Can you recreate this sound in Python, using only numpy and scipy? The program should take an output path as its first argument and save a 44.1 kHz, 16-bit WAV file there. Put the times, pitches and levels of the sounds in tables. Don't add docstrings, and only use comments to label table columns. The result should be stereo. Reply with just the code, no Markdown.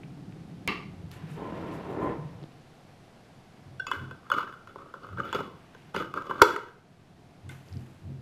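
import sys
import numpy as np
from scipy import signal
from scipy.fft import rfft, irfft
from scipy.io import wavfile
from scipy.ndimage import uniform_filter1d

SR = 44100
rng = np.random.default_rng(int(sys.argv[2]) if len(sys.argv) > 2 else 0)


def transcribe(u):
    v = np.clip(np.atleast_2d(u).T, -1, 1)
    q = np.round(v * 32767).astype(np.int16)
    wavfile.write(sys.argv[1], SR, q)


def gain_from_db(level_db):
    decades = np.asarray(level_db, float) / 20
    return 10 ** decades


N = 362369
BLOCK = 16384
STRIKE_LEN = 3000


def evened(x):
    return x / np.sqrt(np.mean(x ** 2) + 1e-20)


def read(points, hz):
    f, value = np.transpose(points)
    return np.interp(np.log(hz + 1), np.log(f + 1), value)


def add(mix, s, sound):
    part = mix[max(round(s * SR), 0):][:len(sound)]
    part += sound[:len(part)]


def played(rows):
    s, *columns = np.transpose(rows)
    t = np.arange(s[0], s[-1], 1 / SR)
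    return s[0], [np.interp(t, s, c) for c in columns]


def chance(draw, size):
    return draw(size=-(-size // BLOCK) * BLOCK)


def coloured(points, size):
    white = chance(rng.standard_normal, size)
    gain = gain_from_db(read(points, np.fft.rfftfreq(len(white), 1 / SR)))
    return evened(irfft(rfft(white) * gain)[:size])


def grit(size, per_s, spread_db):
    when = chance(rng.random, size)
    sign = chance(rng.random, size)
    heavy = chance(rng.standard_exponential, size)
    slips = (when < per_s / SR) * np.sign(sign - .5) * gain_from_db(spread_db * np.minimum(heavy, 4))
    return slips[:size]


def resonate(x, hz, width):
    turn = np.exp(2j * np.pi * np.cumsum(hz * np.ones(len(x))) / SR)
    r = np.exp(-np.pi * width / SR)
    return 2 * (turn * signal.lfilter([1 - r], [1, -r], x / turn + 1e-18)).real


def body(x, modes):
    total = 0
    for hz, width, db in modes:
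        pole = np.exp((2j * hz - width) * np.pi / SR)
        total = total + gain_from_db(db) * evened(signal.lfilter([1], [1, -pole], x).imag)
    return evened(total)


def struck(modes, rise, wander_db=0., detune=0.):
    t = np.arange(STRIKE_LEN)[:, None] / SR
    hz, width, db = np.transpose(modes)
    phase = rng.random(len(hz))
    wander, shift = rng.standard_normal((2, len(hz)))
    ring = gain_from_db(db + wander_db * wander) * np.exp(-np.pi * width * np.maximum(t - rise, 0))
    tones = ring * np.sin(2 * np.pi * (hz * (1 + detune * shift) * t + phase))
    x = tones.sum(1) * np.sin(np.pi / 2 * np.minimum(t[:, 0] / rise, 1)) ** 2
    return x / abs(x).max()


# frequency in Hz, level in dB per Hz.
AIR_MID = [(28, -10), (60, -20), (85, -6), (140, 0), (200, -5), (300, -10), (450, -12), (580, -14),
           (700, -10), (950, -18), (1300, -20.5), (4700, -30), (7000, -36.5), (11000, -41), (14300, -49),
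           (15200, -85)]
# frequency in Hz, level in dB per Hz.
AIR_SIDE = [(15, -67), (25, -37), (125, -11), (182, -3), (418, -1), (642, -9), (909, -10), (1510, -17),
            (10700, -39), (14000, -42), (15200, -85)]
# time in seconds, level in dB.
AIR_LEVEL = [(0, -53), (3.6, -53.5), (4.4, -55.5), (6.45, -55), (6.8, -59), (7.1, -57), (7.5, -55),
             (8.22, -56)]


def air():
    mid = coloured(AIR_MID, N)
    side = gain_from_db(-1) * coloured(AIR_SIDE, N)
    level = gain_from_db(np.interp(np.arange(N) / SR, *np.transpose(AIR_LEVEL)))
    return level * np.array([mid + side, mid - side])


# start and end in seconds, middle mode in dB, deep mode in dB against it.
GRIPS = [
    (0, .67, -46.5, -19),
    (.68, 2.44, -50, -3),
    (5.5, 6.35, -60, -3),
    (6.9, 7.4, -62, -3),
]
# peak in seconds, deep mode in dB, middle mode in dB against it.
PRESSES = [
    (1.03, -44, -4),
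    (3.59, -62, 8),
    (4.7, -58, -6),
]
# start in seconds, level in dB.
JOLTS = [
    (.68, -40),
    (5.36, -39),
    (5.945, -39),
]
# start in seconds, peak in dB.
THUMPS = [
    (3.655, -45),
    (3.96, -37.5),
    (5.095, -38),
    (7.425, -41),
    (7.7, -36),
    (8.035, -36),
]
# time in seconds, level in dB.
DRAG = [(1.15, -58), (1.36, -56), (1.378, -43), (1.432, -41.5), (1.79, -41), (1.83, -45), (1.9, -39),
        (1.98, -38), (2.035, -32), (2.09, -33), (2.22, -51), (2.44, -61)]


def shaking():
    power = np.zeros((N, 3))
    foot_db, upper_db = -19, -6
    for start, end, db, deep_db in GRIPS:
        steady = np.ones((round((end - start) * SR), 1))
        add(power, start, steady * gain_from_db(db + np.array([deep_db, 0, upper_db / 2])) ** 2)
    for s, db, middle_db in PRESSES:
        start, (arch_db,) = played([(s - .125, foot_db), (s, 0), (s + .2, foot_db)])
        add(power, start, gain_from_db(db + arch_db[:, None] + [0, middle_db, middle_db + upper_db]) ** 2)
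    for s, db in THUMPS:
        start, (arch_db,) = played([(s - .05, foot_db), (s + .07, 0), (s + .3, foot_db)])
        add(power, start, gain_from_db(db + arch_db[:, None] + (-11, -13, -11)) ** 2)
    fade_db = 105 * np.arange(SR // 2)[:, None] / SR
    for s, db in JOLTS:
        add(power, s, gain_from_db(db - fade_db + (-11, -8, -.1)) ** 2)
    s, (db,) = played(DRAG)
    add(power, s, gain_from_db(db[:, None] + (-12, -11, -7)) ** 2)
    return np.sqrt(power.T)


# frequency in Hz, width in Hz.
TABLE_MODES = [(95, 26), (162, 42), (290, 200)]
# frequency in Hz, width in Hz, level in dB.
WOOD_LOW = [(330, 50, -4), (420, 60, 0), (480, 50, 0), (575, 60, -2), (670, 50, -5), (760, 80, -8)]
# frequency in Hz, width in Hz, level in dB.
WOOD_HIGH = [(810, 60, -6), (925, 28, 0), (1010, 30, 0), (1280, 120, -9), (1720, 150, -12)]


def table():
    out = np.zeros(N)
    for level, (hz, width) in zip(shaking(), TABLE_MODES):
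        rumble = body(rng.standard_normal(N), [(hz, width, 0)])
        add(out, 0, level * body(rumble, [(hz, 2 * width, 0)]))
    s, (db,) = played(DRAG)
    slips = uniform_filter1d(grit(len(db), 1500, 2.1), size=8)
    add(out, s, gain_from_db(db + 1.2) * (body(slips, WOOD_LOW) + gain_from_db(-6.5) * body(slips, WOOD_HIGH)))
    return out


# start in seconds, peak in dB,
# frequency in Hz, width in Hz.
TICKS = [(.034, -39, 2300, 500), (.038, -43, 2600, 500), (.324, -44, 2400, 800), (1.1153, -35, 4000, 7000),
         (1.1153, -40, 12000, 7000), (1.3143, -46, 9000, 5000), (2.417, -46, 2300, 1500),
         (2.43, -46, 4300, 900), (2.438, -43, 3400, 900), (2.425, -40, 330, 60), (2.44, -36, 250, 90),
         (2.52, -45, 3000, 6000), (3.797, -46, 9000, 6000), (3.797, -42, 3500, 3000),
         (4.301, -40, 9000, 7000), (5.035, -49, 4500, 400), (5.292, -44, 3400, 90),
         (7.686, -44, 5000, 2000), (7.727, -42, 4900, 700), (7.738, -48, 4000, 900), (7.77, -43, 4800, 700),
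         (7.492, -37, 8000, 9000)]


def ticks():
    out = np.zeros(N)
    for s, db, hz, width in TICKS:
        add(out, s, gain_from_db(db) * struck([(hz, width, 0)], .0004))
    return out


# frequency in Hz, width in Hz, level in dB.
SPOON_MODES = [(199, 22, -1.5), (415, 43, -3), (1180, 52, -.5), (2170, 38, -1.5), (2310, 52, -3),
               (2720, 62, -1), (3960, 35, -11), (4320, 51, -15), (4500, 27, -15), (4960, 49, -20),
               (6400, 100, -30)]
# frequency in Hz, level in dB per Hz.
SPOON_WASH = [(120, -35), (200, -5), (422, -9), (665, -24), (1050, -10), (1590, -20), (2800, -11),
              (9000, -63), (15500, -79)]


def spoon():
    start, click_db, ring_db, t60 = .6765, -14, -28.5, .4
    t = np.arange(SR // 2) / SR
    wide = [(hz, 1.8 * width, db) for hz, width, db in SPOON_MODES]
    slips = uniform_filter1d(grit(len(t), 2500, 2.), size=5)
    ring = body(slips, wide) + .55 * coloured(SPOON_WASH, len(t))
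    sound = gain_from_db(ring_db - 60 * t / t60) * ring * (1 + .9 * np.exp(-t / .008))
    sound[:3] += gain_from_db(click_db) * np.array([.5, 1, .5])
    out = np.zeros(N)
    add(out, start, sound)
    return out


# start in seconds, peak in dB, frequency in Hz.
BOOMS = [
    (.83, -40, 205),
    (.869, -39, 151),
    (.982, -40, 156),
    (1.225, -33, 160),
    (1.299, -33, 145),
    (1.335, -36, 156),
    (2.175, -30, 150),
    (2.24, -32, 148),
    (2.407, -40, 153),
]


def rocking():
    out = np.zeros(N)
    for s, db, hz in BOOMS:
        add(out, s, gain_from_db(db) * struck([(hz, 15, 0)], .02))
    return out


# frequency in Hz, level in dB.
RUB = [(400, -30), (800, -1), (1600, 0), (2700, -3), (4000, -11), (6000, -22), (8000, -45)]
# frequency in Hz, level in dB.
PAPER = [(3000, -30), (5500, -3), (7300, 0), (9000, -4), (12000, -3), (13800, -8), (15000, -22),
         (16000, -55)]
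# start, peak and end
# in seconds, level in dB, fibre hiss in dB against it.
STROKES = [(1.11, 1.14, 1.2, -56, -7), (1.12, 1.75, 2.44, -54, -20), (1.29, 1.34, 1.42, -62, -4),
           (1.72, 1.75, 1.79, -62, -3), (1.89, 1.92, 1.97, -65, -4), (2.0, 2.04, 2.12, -64, -5),
           (5.57, 5.9, 5.94, -63, -17), (5.25, 5.32, 5.33, -52, -26), (5.328, 5.35, 5.47, -44, -24),
           (5.944, 5.96, 6.06, -42, -22), (4.38, 4.41, 4.5, -51, -28), (7.49, 7.495, 7.62, -52, -9),
           (7.6, 7.74, 8.2, -63, -8)]


def rubbing():
    out = np.zeros(N)
    for start, peak, end, top_db, hiss_db in STROKES:
        s, (db,) = played([(start, top_db - 5), (peak, top_db), (end, top_db - 15)])
        size = len(db)
        wander = uniform_filter1d(chance(rng.standard_normal, size), size=300)
        clumps = gain_from_db(1.5 * evened(wander[:size]))
        add(out, s, gain_from_db(db) * clumps * (coloured(RUB, size) + gain_from_db(hiss_db) * coloured(PAPER, size)))
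    return out


# frequency in Hz, delay in seconds, swell in seconds, level in dB.
THUMP_MODES = [(91.5, 0, .036, .5), (129, .035, .04, -1), (232, .02, .05, -14)]


def thumps():
    out = np.zeros(N)
    t = np.arange(SR // 2) / SR
    for s, db in THUMPS:
        for hz, delay, swell, mode_db in THUMP_MODES:
            wobble, phase = rng.standard_normal(2)
            level = gain_from_db(db + mode_db) * t / swell * np.exp(1 - t / swell)
            add(out, s + delay, level * np.sin(2 * np.pi * hz * (1 + .015 * wobble) * t + phase))
    return out


# start in seconds, peak in dB, frequency in Hz, width in Hz.
RINGS = [(3.795, -27, 1510, 28), (3.796, -30, 1555, 28), (3.797, -42, 2810, 60), (3.797, -49, 3400, 12),
         (3.797, -52, 5520, 50), (3.797, -52, 4300, 60), (3.868, -38, 2620, 22), (3.868, -39, 4750, 120),
         (3.868, -41, 6900, 70), (3.916, -42, 2050, 25), (3.916, -33, 2960, 40), (3.916, -36, 3400, 35),
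         (3.916, -27, 1510, 40), (4.318, -32, 570, 25), (4.301, -41, 3380, 40), (4.317, -34, 2940, 40),
         (4.317, -44, 6450, 60), (5.189, -35, 1310, 150), (5.232, -44, 2950, 50), (5.329, -37, 3400, 30),
         (5.33, -30, 880, 60), (5.349, -40, 4900, 200), (5.392, -29, 800, 150), (6.418, -22, 2190, 45),
         (6.43, -25, 905, 14), (6.44, -26, 480, 14), (6.301, -34, 1330, 120), (6.42, -30, 3430, 18),
         (6.42, -24, 1505, 15), (6.562, -30, 1950, 200), (7.492, -42, 1510, 35), (7.492, -43, 2090, 40),
         (7.493, -43, 3550, 150), (7.493, -52, 8500, 1500)]


def rings():
    out = np.zeros(N)
    for s, db, hz, width in RINGS:
        add(out, s, gain_from_db(db) * struck([(hz, width, 0)], min(.19 / width, .006)))
    return out


# frequency in Hz, width in Hz, level in dB.
JAR = [(355, 90, -5), (410, 45, 0), (480, 40, 0), (560, 50, 1), (670, 60, -7), (905, 45, -8)]
# start in seconds, peak in dB.
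BUMPS = [(3.797, -41), (3.916, -36), (4.111, -42), (4.301, -38), (4.44, -38), (4.49, -41), (4.86, -42),
         (5.749, -42), (6.142, -36), (4.316, -41), (4.383, -34), (4.758, -35), (4.94, -39), (5.2, -31),
         (5.328, -34), (5.346, -22), (5.365, -33), (5.404, -24), (5.946, -30), (5.964, -21), (6.003, -32),
         (6.174, -36), (6.31, -32), (6.562, -31)]


def bumps():
    out = np.zeros(N)
    for s, db in BUMPS:
        add(out, s, gain_from_db(db) * struck(JAR, .002, 3., .025))
    return out


# frequency in Hz, width in Hz, level in dB.
DOME = [(940, 70, -21), (1080, 130, -8), (1355, 90, -9), (1515, 35, -14)]
# frequency in Hz, width in Hz, level in dB.
RIM = [(2070, 60, -3), (2200, 70, -5), (2580, 90, -4), (2930, 55, 1), (3400, 45, -2)]
# frequency in Hz, width in Hz, level in dB.
EDGE = [(4200, 60, -2), (4700, 60, 0), (5370, 90, -2), (6500, 90, -2), (7000, 100, -4), (8450, 150, -6),
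        (10800, 400, -5), (12800, 600, 1.5)]
# frequency in Hz, level in dB.
SCRAPE = [(500, -20), (1500, 0), (3000, -4), (5000, -9), (8000, -15), (10000, -22), (12800, -13),
          (16000, -35)]
# start in seconds, peak in dB, dome in Hz, hardness (rim and edge in dB over the usual).
LANDING = [(3.868, -25, 1170, 9), (3.915, -14, 1520, .5), (4.037, -41, 1380, .1), (4.056, -41, 1420, .1),
           (4.111, -33, 1520, 3), (4.232, -46, 1140, .1), (4.265, -44, 1570, .1), (4.301, -21, 1480, 1),
           (4.317, -9.5, 1320, -3.5), (4.326, -19, 1330, -1.5), (4.338, -20, 1390, .5),
           (4.384, -17, 1360, -1.5), (4.395, -22, 1350, -.5), (4.407, -23, 1170, .1),
           (4.429, -27, 1380, -2.5), (4.476, -32, 1500, -4), (4.526, -34, 1500, 1.5),
           (4.539, -34, 1350, -1.5)]
# start in seconds, peak in dB, dome in Hz, hardness in dB.
TURNING = [(4.674, -36, 1390, 6), (4.759, -32, 1070, -4), (4.784, -41, 1180, -3), (4.821, -38, 1180, -3),
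           (4.86, -44, 1150, -3), (4.94, -29, 1360, -3), (5.025, -46, 1240, 3), (5.046, -37, 1070, -1.5),
           (5.069, -36, 1260, .1), (5.089, -37, 1410, .1), (5.129, -40, 1360, .1), (5.173, -33, 1290, -2.5),
           (5.202, -18, 1310, -9), (5.3285, -19, 1400, 5), (5.348, -24, 950, 10), (5.365, -26, 1300, 1.5),
           (5.391, -29, 1100, .1), (5.406, -29, 950, 5.5), (5.749, -40, 1520, 5), (5.947, -21, 945, 3),
           (5.9635, -22, 1410, 13), (6.002, -26, 1210, 2.5), (6.024, -26, 1380, .1), (6.14, -22, 1280, 2),
           (6.162, -29, 1140, -3), (6.175, -21, 1190, -7.5), (6.222, -30, 1200, 1.5), (6.257, -37, 980, .1),
           (6.269, -34, 1290, 4), (6.311, -17, 1050, -8), (6.382, -32, 1310, -3), (6.4, -28, 1340, -3),
           (6.507, -25, 1430, .1), (6.563, -21, 1360, 3), (6.686, -40, 1400, .1)]


def touches():
    out = np.zeros(N)
    t = np.arange(STRIKE_LEN) / SR
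    for s, db, hz, hard_db in LANDING + TURNING:
        dome = struck([(hz, 210, 0)] + DOME, .0023, 2., .03)
        damping = 1 if s < TURNING[0][0] else 1.8
        rim = struck([(f, damping * w, level) for f, w, level in RIM], .001, 4., .015)
        edge = struck(EDGE, .0004, 4., .03) + .5 * coloured(SCRAPE, len(t)) * np.exp(-t / .003)
        metal = gain_from_db(hard_db) * (gain_from_db(-17) * rim + gain_from_db(-24) * edge)
        add(out, s - .001, gain_from_db(db + .3) * (dome + metal))
    return out


# time in seconds, frequency in Hz.
BEND = [
    [(3.87, 1150), (3.91, 1150), (3.925, 1480), (4.12, 1400), (4.24, 1150), (4.32, 1250), (4.42, 1300),
     (4.55, 1420)],
    [(4.67, 1420), (4.74, 1400), (4.77, 1120), (4.84, 1210), (4.95, 1330), (5.065, 1190), (5.11, 1400),
     (5.3, 1300), (5.52, 1060)],
    [(5.95, 1330), (6.12, 1230), (6.18, 1190), (6.32, 1080), (6.36, 1200), (6.41, 1250), (6.44, 1320),
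     (6.54, 1480), (6.8, 1480)],
]
# start in seconds, level in dB,
# fade in dB per second (swells if negative), rim in dB against it.
SLIPS = [(3.875, -39, 240, -9), (3.925, -36, 135, -11), (4.115, -50, 200, -12), (4.22, -60, -20, -14),
         (4.33, -31, 90, -16), (4.68, -51, 120, -14), (4.775, -46, 75, -23), (4.945, -45, 250, -18),
         (5.0, -58, -200, -17), (5.075, -41.5, 130, -15), (5.165, -45, -250, -21), (5.21, -42, 20, -13),
         (5.335, -31, 120, -11), (5.935, -48, -300, -12), (5.965, -35, 60, -7), (5.995, -32, 200, -14),
         (6.145, -39, -170, -18), (6.185, -38, 250, -18), (6.228, -47, 10, -14), (6.29, -37, 100, -15),
         (6.345, -40, -90, -19), (6.42, -33, 100, -7)]


def slipping():
    out = np.zeros(N)
    attack_s, depth_db = .01, 38
    for s, db, fade_db, rim_db in SLIPS:
        ends = [row[0] - s + attack_s for row in SLIPS if row[0] > s]
        t = np.arange(0, min([depth_db / abs(fade_db)] + ends), 1 / SR)
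        wander = evened(uniform_filter1d(chance(rng.standard_normal, len(t)), size=900))[:len(t)]
        hz = np.interp(s + t, *np.concatenate(BEND).T) * (1 + .06 * wander)
        jar_db = -9 if s < TURNING[0][0] else -2.5
        slips = uniform_filter1d(grit(len(t), 1800, 2.2), size=3)
        glide = evened(resonate(resonate(slips, hz, 110), hz, 260))
        dome = evened(glide + .3 * body(slips, DOME))
        rim = evened(body(slips, RIM) + .2 * body(slips, EDGE) + .35 * coloured(SCRAPE, len(t)))
        bites_db = 3.5 * wander[::-1]
        ends_gain = np.minimum(np.minimum(t, t[::-1]) / attack_s, 1)
        level = gain_from_db(db - 2.6 - fade_db * t + bites_db) * ends_gain
        add(out, s, level * (dome + gain_from_db(jar_db) * body(slips, JAR) + gain_from_db(rim_db) * rim))
    return out


# frequency in Hz, width in Hz, depth from 0 to 1.
VALLEYS = [(750, 160, .55), (1720, 200, .55)]


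def lid():
    out = touches() + bumps() + rings() + slipping()
    for hz, width, depth in VALLEYS:
        out = out - depth * resonate(out, hz, width)
    return out


# frequency in Hz, width in Hz, level in dB.
SNAP_MODES = [(2200, 50, 3), (2570, 35, -1), (2940, 35, 1), (3430, 30, -1), (4690, 35, 0), (5500, 60, .5),
              (6570, 55, -9), (7200, 51, -7), (12600, 15, -19)]


def snap():
    start, db, length, thump_db = 6.4152, -1.3, .008, -19
    t = np.arange(STRIKE_LEN) / SR
    swell = struck([(1370, 180, 0), (1520, 30, -18)], .5 * length)
    jar_modes = [(960, 120, 0), (910, 22, -7), (422, 28, -5.5), (480, 30, -7), (560, 60, -11), (330, 60, -10)]
    late = np.roll(struck(jar_modes, .3 * length), int(.35 * length * SR))
    late = late - .7 * resonate(late, 730, 200)
    contact = (t / length) ** 2 * np.exp(-(1.2 * t / length) ** 3)
    wide = [(hz, 5.5 * width, level) for hz, width, level in SNAP_MODES]
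    crack = body(rng.standard_normal(len(t)) * contact, wide)
    crack = crack + .9 * evened(coloured(SCRAPE, len(t)) * contact)
    thump = np.sin(2 * np.pi * 90 * t) * np.exp(-t / .008)
    metal = 1.1 * swell + .9 * late + .5 * crack / abs(crack).max()
    out = np.zeros(N)
    add(out, start, gain_from_db(db) * metal + gain_from_db(thump_db) * thump)
    return out


# frequency in Hz, time to fall 60 dB in seconds.
KITCHEN = [(150, .5), (500, .5), (1400, .5), (4000, .42), (8000, .35), (14000, .3)]


def kitchen(x):
    taps = np.zeros((2, SR // 2))
    at = np.arange(0, SR // 2 - 20, 20)
    at = at + rng.integers(0, 20, (2, len(at)))
    np.put_along_axis(taps, at, rng.choice([-1., 1.], at.shape), 1)
    taps[:, :250] = 0
    hz, t, z = signal.stft(taps + .5 * taps[::-1], SR, nperseg=256)
    z *= gain_from_db(-60 * t / read(KITCHEN, hz)[:, None])
    tail = signal.istft(z, SR, nperseg=256)[1]
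    return signal.fftconvolve(x[None], tail / np.linalg.norm(tail[0]), axes=1)[:, :N]


def scene():
    bass_cut = signal.butter(2, 75, "high", fs=SR)
    close = signal.lfilter(*bass_cut, lid() + snap() + ticks())
    rub = rubbing()
    spread = gain_from_db(-7) * rubbing()
    low = signal.lfilter(*bass_cut, table() + thumps() + rocking() + spoon())
    lead = np.gradient(close + low)
    bounce = np.roll(np.gradient(lead), 37)
    side = gain_from_db(-11) * lead + gain_from_db(-5) * bounce + spread
    echoing = gain_from_db(-11) * (close - uniform_filter1d(close, size=200)) + gain_from_db(-13) * low
    return close + low + rub + np.array([1, -1])[:, None] * side + kitchen(echoing) + air()


def roll_off(x):
    return signal.sosfilt(signal.butter(12, 16610, fs=SR, output="sos"), x)


def record(dry):
    lowpass = signal.firwin(255, 16300, window=("kaiser", 9), fs=SR)
    mix = signal.oaconvolve(np.clip(dry, -1, 1), lowpass[None], "same")
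    return roll_off(mix)


dry = scene()
out = record(dry)
transcribe(out)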